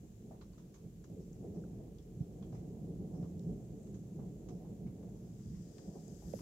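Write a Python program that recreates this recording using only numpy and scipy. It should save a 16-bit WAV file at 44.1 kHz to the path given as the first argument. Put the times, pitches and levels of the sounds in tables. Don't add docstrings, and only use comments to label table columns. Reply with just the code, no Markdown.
import sys
import numpy as np
from scipy import signal
from scipy.fft import rfft, irfft
from scipy.io import wavfile

SR = 44100
rng = np.random.default_rng(int(sys.argv[2]) if len(sys.argv) > 2 else 0)


def boost(x):
    u = np.asarray(x, float) / 20
    return 10 ** u


def persist_wave(psi):
    counts = np.round(np.clip(psi, -1, 1) * 32767).astype(np.int16)
    wavfile.write(sys.argv[1], SR, np.atleast_2d(counts).T)


N = 282945


def rms_one(x):
    return x / np.sqrt(np.mean(x ** 2) + 1e-20)


def in_time(rows):
    s, *columns = np.transpose(rows)
    return [np.interp(np.arange(N) / SR, s, c) for c in columns]


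def at_hz(points, hz):
    points_hz, values = np.transpose(points)
    return np.interp(np.log(hz), np.log(points_hz), values)


def panned(left_minus_right_db):
    half_db = left_minus_right_db / 2
    return boost(np.array([half_db, -half_db]).reshape(2, -1))


def drift(corner_hz):
    r = np.exp(-2 * np.pi * corner_hz * 40 / SR)
    noise = rng.standard_normal(N // 40 + 2002)
    slow = rms_one(signal.lfilter([1], [1, -2 * r, r * r], noise)[2000:])
    return np.interp(np.arange(N) / 40, np.arange(len(slow)), slow)


def coloured(x, spectrum):
    hz = np.maximum(np.fft.rfftfreq(N, 1 / SR), 1)
    below, above = (spectrum[0][0] / 2, -70), (spectrum[-1][0] * 2, -70)
    return irfft(rfft(x) * boost(at_hz([below] + list(spectrum) + [above], hz)), N)


def grains(per_s, spread_db, channels):
    shape = (channels, N)
    sizes = boost(spread_db * np.minimum(rng.exponential(1, shape), 4))
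    signs = rng.choice([-1, 1], shape)
    return rms_one(sizes * signs * (rng.random(shape) < per_s / SR))


def dying(t60_s, rise_s):
    t = np.arange(SR // 3) / SR
    return (1 - np.exp(-t / rise_s)) ** 2 * boost(-60 * t / max(t60_s, .01))


def add(out, s, sound):
    i = round(s * SR)
    out[:, i:i + sound.shape[1]] += sound[:, :N - i]


def ringing(noise, hz, q):
    b, a = signal.iirpeak(hz, q, fs=SR)
    return rms_one(signal.lfilter(b, a, signal.lfilter(b, a, noise)))


def hiss(spectrum):
    return rms_one(coloured(grains(7000, 2.8, channels=2), spectrum))


def self_noise():
    # frequency in Hz, relative density in dB per Hz.
    noise_spectrum = [(300, 9), (1500, -8), (3000, -8), (8000, -11.5), (15500, -10.5)]
    return boost(-73.5) * rms_one(coloured(rng.standard_normal((2, N)), noise_spectrum))


def shower():
    # time in seconds, level in dB.
    rain_level = [(0.0, -80.5), (.9, -83), (1.23, -80.5), (1.6, -81), (1.92, -85.5), (2.45, -80),
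                  (2.9, -82.5), (3.4, -80.5), (3.95, -79), (4.35, -81), (4.9, -82.5), (5.1, -80),
                  (5.5, -79), (6.42, -72)]
    # frequency in Hz, relative density in dB per Hz.
    rain_spectrum = [(4500, -24), (5600, -13), (6300, -2), (7500, -1), (8100, -10), (8700, -23.5)]
    patter_spectrum = [(4200, -18), (5000, -5), (5700, 0), (6300, -7.5)]
    # start in seconds, level in dB.
    flurry_hits = [(.42, -82), (.58, -91), (.69, -85), (.745, -86), (1.035, -84), (1.2, -80), (1.32, -85),
                   (1.54, -77), (1.98, -83), (2.2, -83), (2.53, -78), (3.14, -77), (3.21, -81), (3.39, -81),
                   (3.94, -87), (4.485, -75), (5.15, -84)]
    pan_db, sway_db, flicker_db = 10, 1.0, .6
    flurry_t60_s, flurry_rise_s, patter_floor_db = 0.35, 0.0053, -90

    level_db, = in_time(rain_level)
    flicker = flicker_db * np.array([drift(9.2), drift(6)])
    fine = hiss(rain_spectrum) * boost(level_db + flicker) * panned(pan_db + sway_db * drift(1.7))
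    flurries = np.full((1, N), boost(patter_floor_db))
    for s, flurry_db in flurry_hits:
        add(flurries, s, boost(flurry_db) * dying(flurry_t60_s, flurry_rise_s)[None])
    return fine + hiss(patter_spectrum) * flurries


def gust():
    # time in seconds, level in dB.
    gust_level = [(5.1, -86), (5.3, -82), (5.46, -76), (5.67, -74.5), (5.81, -71.5), (5.94, -75),
                  (6.15, -72.5), (6.31, -69.5), (6.42, -65)]
    # frequency in Hz, relative density in dB per Hz.
    gust_spectrum = [(1000, -11), (1600, -7.5), (1850, -5.5), (2100, -15.5), (3200, -9), (4400, -8),
                     (4850, 1.5), (5700, 1), (6500, 0), (7600, -8), (8700, -4.5), (9200, -17)]
    spray_spectrum = [(9300, -30), (10300, -5), (11400, -1), (12900, -5), (13400, -16), (15500, -10)]
    spray_end_db, spray_rise_db_per_s, spray_floor_db = -76, 54, -96

    level_db, = in_time(gust_level)
    t = np.arange(N) / SR
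    flicker_db = 0.71 * np.array([drift(9.6), drift(8.3)])
    main = hiss(gust_spectrum) * boost(level_db + flicker_db) * panned(8.5)
    swell = boost(spray_floor_db) + boost(spray_end_db - spray_rise_db_per_s * (t[-1] - t))
    finest = hiss(spray_spectrum) * swell * panned(20.6)
    started = np.clip(t - gust_level[0][0], 0, .15) / .15
    return started * (main + finest)


def ticks():
    # start in seconds, peak in dB ahead of panning, low edge in Hz, high edge in Hz,
    # left minus right in dB.
    tick_hits = [(0.411, -65, 1000, 5500, 2), (1.04, -64.5, 1250, 1720, 5), (1.331, -59.5, 5860, 7300, 13),
                 (1.637, -59, 1330, 1630, 1.5), (1.985, -55, 2900, 6900, 5), (2.027, -63, 5200, 7200, 2),
                 (3.3947, -56.5, 3640, 7800, 13), (3.435, -64, 4600, 5800, 6), (3.8, -59.5, 6440, 8100, 2),
                 (3.832, -60, 7150, 8850, 5), (5.783, -51, 1400, 7500, 5), (6.0806, -53, 6400, 8150, 11),
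                 (6.335, -59.5, 1300, 4200, -13)]
    out = np.zeros((2, N))
    for s, peak_db, low_hz, high_hz, pan_db in tick_hits:
        strike = 0.22 * rng.standard_normal((2, SR // 3)) * dying(0.008, .0001)
        strike[:, 0] = 1
        band = signal.butter(3, [low_hz, high_hz], "band", fs=SR, output="sos")
        click = signal.sosfilt(band, strike)
        add(out, s, click / np.abs(click).max() * boost(peak_db) * panned(pan_db))
    return out


def taps():
    # start in seconds, level in dB, ring in Hz, rough tail against the ring in dB,
    # left minus right in dB.
    tap_hits = [(.309, -52, 700, -5, -2.5), (1.098, -58, 560, -9, .3), (1.801, -55, 608, -9, -3),
                (2.528, -54, 700, -7, -3.5), (4.189, -58, 820, -5, -2.5), (4.646, -60, 805, -5, -2.5),
                (4.862, -60, 717, -5, 1.5), (6.222, -57, 742, -6, -5), (6.3369, -35, 530, -30, -15)]
    out, t = np.zeros((2, N)), np.arange(SR // 3) / SR
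    envelope = dying(.016, .0017)
    for s, level_db, hz, tail_db, pan_db in tap_hits:
        ring = np.sin(2 * np.pi * hz * t) * envelope / envelope.max()
        tail = ringing(rng.standard_normal((2, len(t))), hz, 2.39) * dying(0.26, 0.0027)
        add(out, s, (ring + boost(tail_db) * tail) * boost(level_db) * panned(pan_db))
    return out


def drops():
    # start in seconds, level in dB, high ring in Hz, high ring against low in dB, T60 in seconds.
    drop_hits = [(0.412, -62.5, 4100, -8.5, 0.13), (.531, -71.5, 4500, -7, .12),
                 (0.579, -69.5, 6450, -5, 0.24), (0.741, -69, 6500, 1, 0.22),
                 (1.0412, -68.5, 6630, 1, 0.076), (1.984, -81, 3340, 9, .09),
                 (2.4245, -68.5, 3240, -3.5, .16), (2.524, -69, 5800, -8, .14),
                 (2.548, -70, 2030, -6, 0.24), (3.227, -66.5, 1900, -21, 0.24),
                 (3.869, -72.5, 7000, -4, 0.1), (3.942, -72, 6630, 6, 0.15), (4.486, -63, 6430, -3, 0.12),
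                 (4.866, -76, 2190, 0, 0.16), (5.028, -69, 2300, -15, .076), (5.394, -73, 1900, -10, .13),
                 (5.54, -77, 1990, -4, 0.27), (5.784, -67.5, 1760, -3, 0.1), (6.389, -61, 2070, -11, 0.081)]
    low_hz, pan_db = 1026, -1
    splash_db, splash_follows_bright, splash_pole = -1.5, 0.37, 0.45
    out = np.zeros((2, N))
    band = signal.butter(5, [900, 7300], "band", fs=SR, output="sos")
    for s, level_db, high_hz, bright_db, t60_s in drop_hits:
        noise = rng.standard_normal((3, 2, SR // 3))
        low = ringing(noise[0], low_hz, 2.13)
        high = boost(bright_db) * ringing(noise[1], high_hz, 6.2)
        dulled = signal.lfilter([1], [1, -splash_pole], noise[2])
        splash = rms_one(signal.sosfilt(band, dulled))
        splash = splash * boost(splash_db + splash_follows_bright * bright_db)
        add(out, s, (low + high + splash) * dying(t60_s, 0.00014) * boost(level_db) * panned(pan_db))
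    return out


def rolling_db(octave, level_db, waver_db):
    # time in seconds, level in dB, brightness in dB per octave, weight of the deep bass in dB.
    roll = [(0.0, -61, -7.5, 7), (.3, -55.5, 3, 2), (.5, -59.5, 1, 6), (.97, -58.5, -0.5, 6),
            (1.15, -55.5, 2, 6), (1.37, -54.5, 2, 4), (1.65, -49.5, -1, -1), (2.05, -56.5, 2.5, 5.5),
            (2.16, -51, -2, -1), (2.5, -51, 2.5, 4.5), (2.85, -48, -1.5, -1), (3.4, -47.5, -0.5, -3),
            (3.62, -51, -0.5, 5.5), (3.8, -51.5, -1, -5), (4.3, -50, -1, -0.5), (5.0, -52, 0.5, -0.5),
            (5.5, -52, -5.5, -1), (5.72, -53.5, 3.5, -1.5), (6.04, -55, -2, -6), (6.21, -58.5, 5.5, 9),
            (6.26, -51.5, 0.5, -2), (6.42, -50.5, 1.5, -1)]
    # peak time in seconds, lift in dB at the centre,
    # fall time in seconds, centre in octaves above the body.
    clap_hits = [(0.04, 14.5, 0.035, 0.8), (0.243, 3, .05, 1), (0.62, 9.5, 0.11, 2), (0.852, 12, 0.021, 0),
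                 (1.117, 8.5, 0.038, 0.3), (1.192, 11, 0.035, 1.5), (1.453, 13.5, 0.051, 0.36),
                 (1.51, 4.5, 0.028, -0.5), (1.567, 11, 0.04, 0.73), (1.822, 5, 0.086, 2),
                 (2.214, 14, 0.015, -0.5), (2.321, 6.5, 0.033, 1.3), (2.476, 8, 0.028, -3.5),
                 (2.91, 7.5, 0.041, 1.5), (3.016, 6, 0.019, -0.3), (3.194, 5.5, 0.07, 0),
                 (3.39, 3, .03, 2.5), (3.508, 11, 0.06, 0.1), (3.732, 4, 0.035, 0), (3.906, 8, 0.054, 0),
                 (4.22, 5, 0.08, -0.5), (4.53, 7.5, 0.044, 0.3), (4.72, 6.5, 0.018, 1.5),
                 (4.856, 7, 0.034, -0.5), (4.953, -2, 0.052, -6), (5.243, 1.5, 0.029, 6),
                 (5.51, 6.5, 0.085, -1.5), (5.89, 8, 0.023, -0.5), (5.976, 7.5, 0.028, 0.5),
                 (6.114, 10.5, 0.052, 0.1), (6.263, 12, .025, -1.5), (6.352, 5, 0.023, -0.3)]
    reach_octaves, rise_to_fall, waver_corner_hz = 1.08, 0.87, 6.4

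    roll_db, tilt_db, weight_db = in_time(roll)
    tilted_db = roll_db + (weight_db if octave < -1 else tilt_db * octave)
    t = np.arange(0, N, 32) / SR
    claps_db = np.zeros(len(t))
    for s, lift_db, fall_s, centre in clap_hits:
        time_scale_s = np.where(t < s, rise_to_fall * fall_s, fall_s)
        distance = ((octave - centre) / reach_octaves) ** 2 + ((t - s) / time_scale_s) ** 2
        claps_db += lift_db * np.exp(-distance)
    claps_db = np.interp(np.arange(N) / SR, t, claps_db)
    return tilted_db + level_db + claps_db + waver_db * drift(waver_corner_hz)


def thunder():
    # frequency in Hz, relative density in dB per Hz.
    rumble_spectrum = [(18, -44), (25, -13.5), (36, -15), (48, -2), (90, -7.5), (170, -2.5), (215, -5),
                       (260, -15.5), (400, -14.5), (500, -22), (700, -29), (900, -38.5), (1400, -57.5)]
    # frequency in Hz, left-right likeness from 0 to 1.
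    likeness = [(30, 0.91), (45, 0.95), (70, .96), (140, 0.99), (330, 0.93), (500, 0.84), (800, .45),
                (1300, 0.29)]
    # frequency in Hz, left minus right in dB.
    rumble_pan = [(60, -1.5), (200, -1), (330, 0.5), (700, -4)]
    # frequency in Hz, width in Hz, lift in dB.
    porch = [(49.8, 18, 3.5), (116.2, 5.6, 6.5), (170.3, 20.4, 4.5), (222, 20, -2), (301.7, 73, 3.5),
             (433.5, 46, 4.5), (735.4, 26, 7.5)]
    # place in octaves for tilt and claps,
    # level against the roll in dB, wavering in dB.
    registers = [(-1.43, -9.5, 0.5), (-0.5, -0.18, 1), (1.03, -7.5, 1.43), (0.5, -21.5, 3.5)]

    direct = .15
    shocks = np.sqrt(direct) * grains(150, 1.88, channels=1)
    shocks = shocks + np.sqrt(1 - direct) * rng.standard_normal(N)
    mid, side = coloured(np.vstack([shocks, rng.standard_normal(N)]), rumble_spectrum)

    hz = np.maximum(np.fft.rfftfreq(N, 1 / SR), 1)
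    alike = np.clip(at_hz(likeness, hz), 0, 1)
    pair = np.sqrt(1 + alike) * rfft(mid) + np.sqrt(1 - alike) * rfft(side) * [[1], [-1]]
    pair = pair * panned(at_hz(rumble_pan, hz))
    porch_db = sum(lift_db / (1 + (2 * (hz - at) / width) ** 2) for at, width, lift_db in porch)
    pair = pair * boost(porch_db)

    deep = 1 / (1 + (hz / 95) ** 8)
    upper = 1 / (1 + (265 / hz) ** 8)
    crest = 1 / (1 + (570 / hz) ** 10)
    power_shares = deep, np.maximum(1 - deep - upper, 0), upper * (1 - crest), crest
    out = np.zeros((2, N))
    for share, register in zip(power_shares, registers):
        out += rms_one(irfft(pair * np.sqrt(share), N)) * boost(rolling_db(*register))
    return out


def scene():
    return shower() + gust() + ticks() + taps() + drops() + thunder()


def top_cut(x):
    return signal.sosfilt(signal.butter(12, 15630, fs=SR, output="sos"), x)


def record(dry):
    return top_cut(dry + self_noise())


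dry = scene()
out = record(dry)
persist_wave(out)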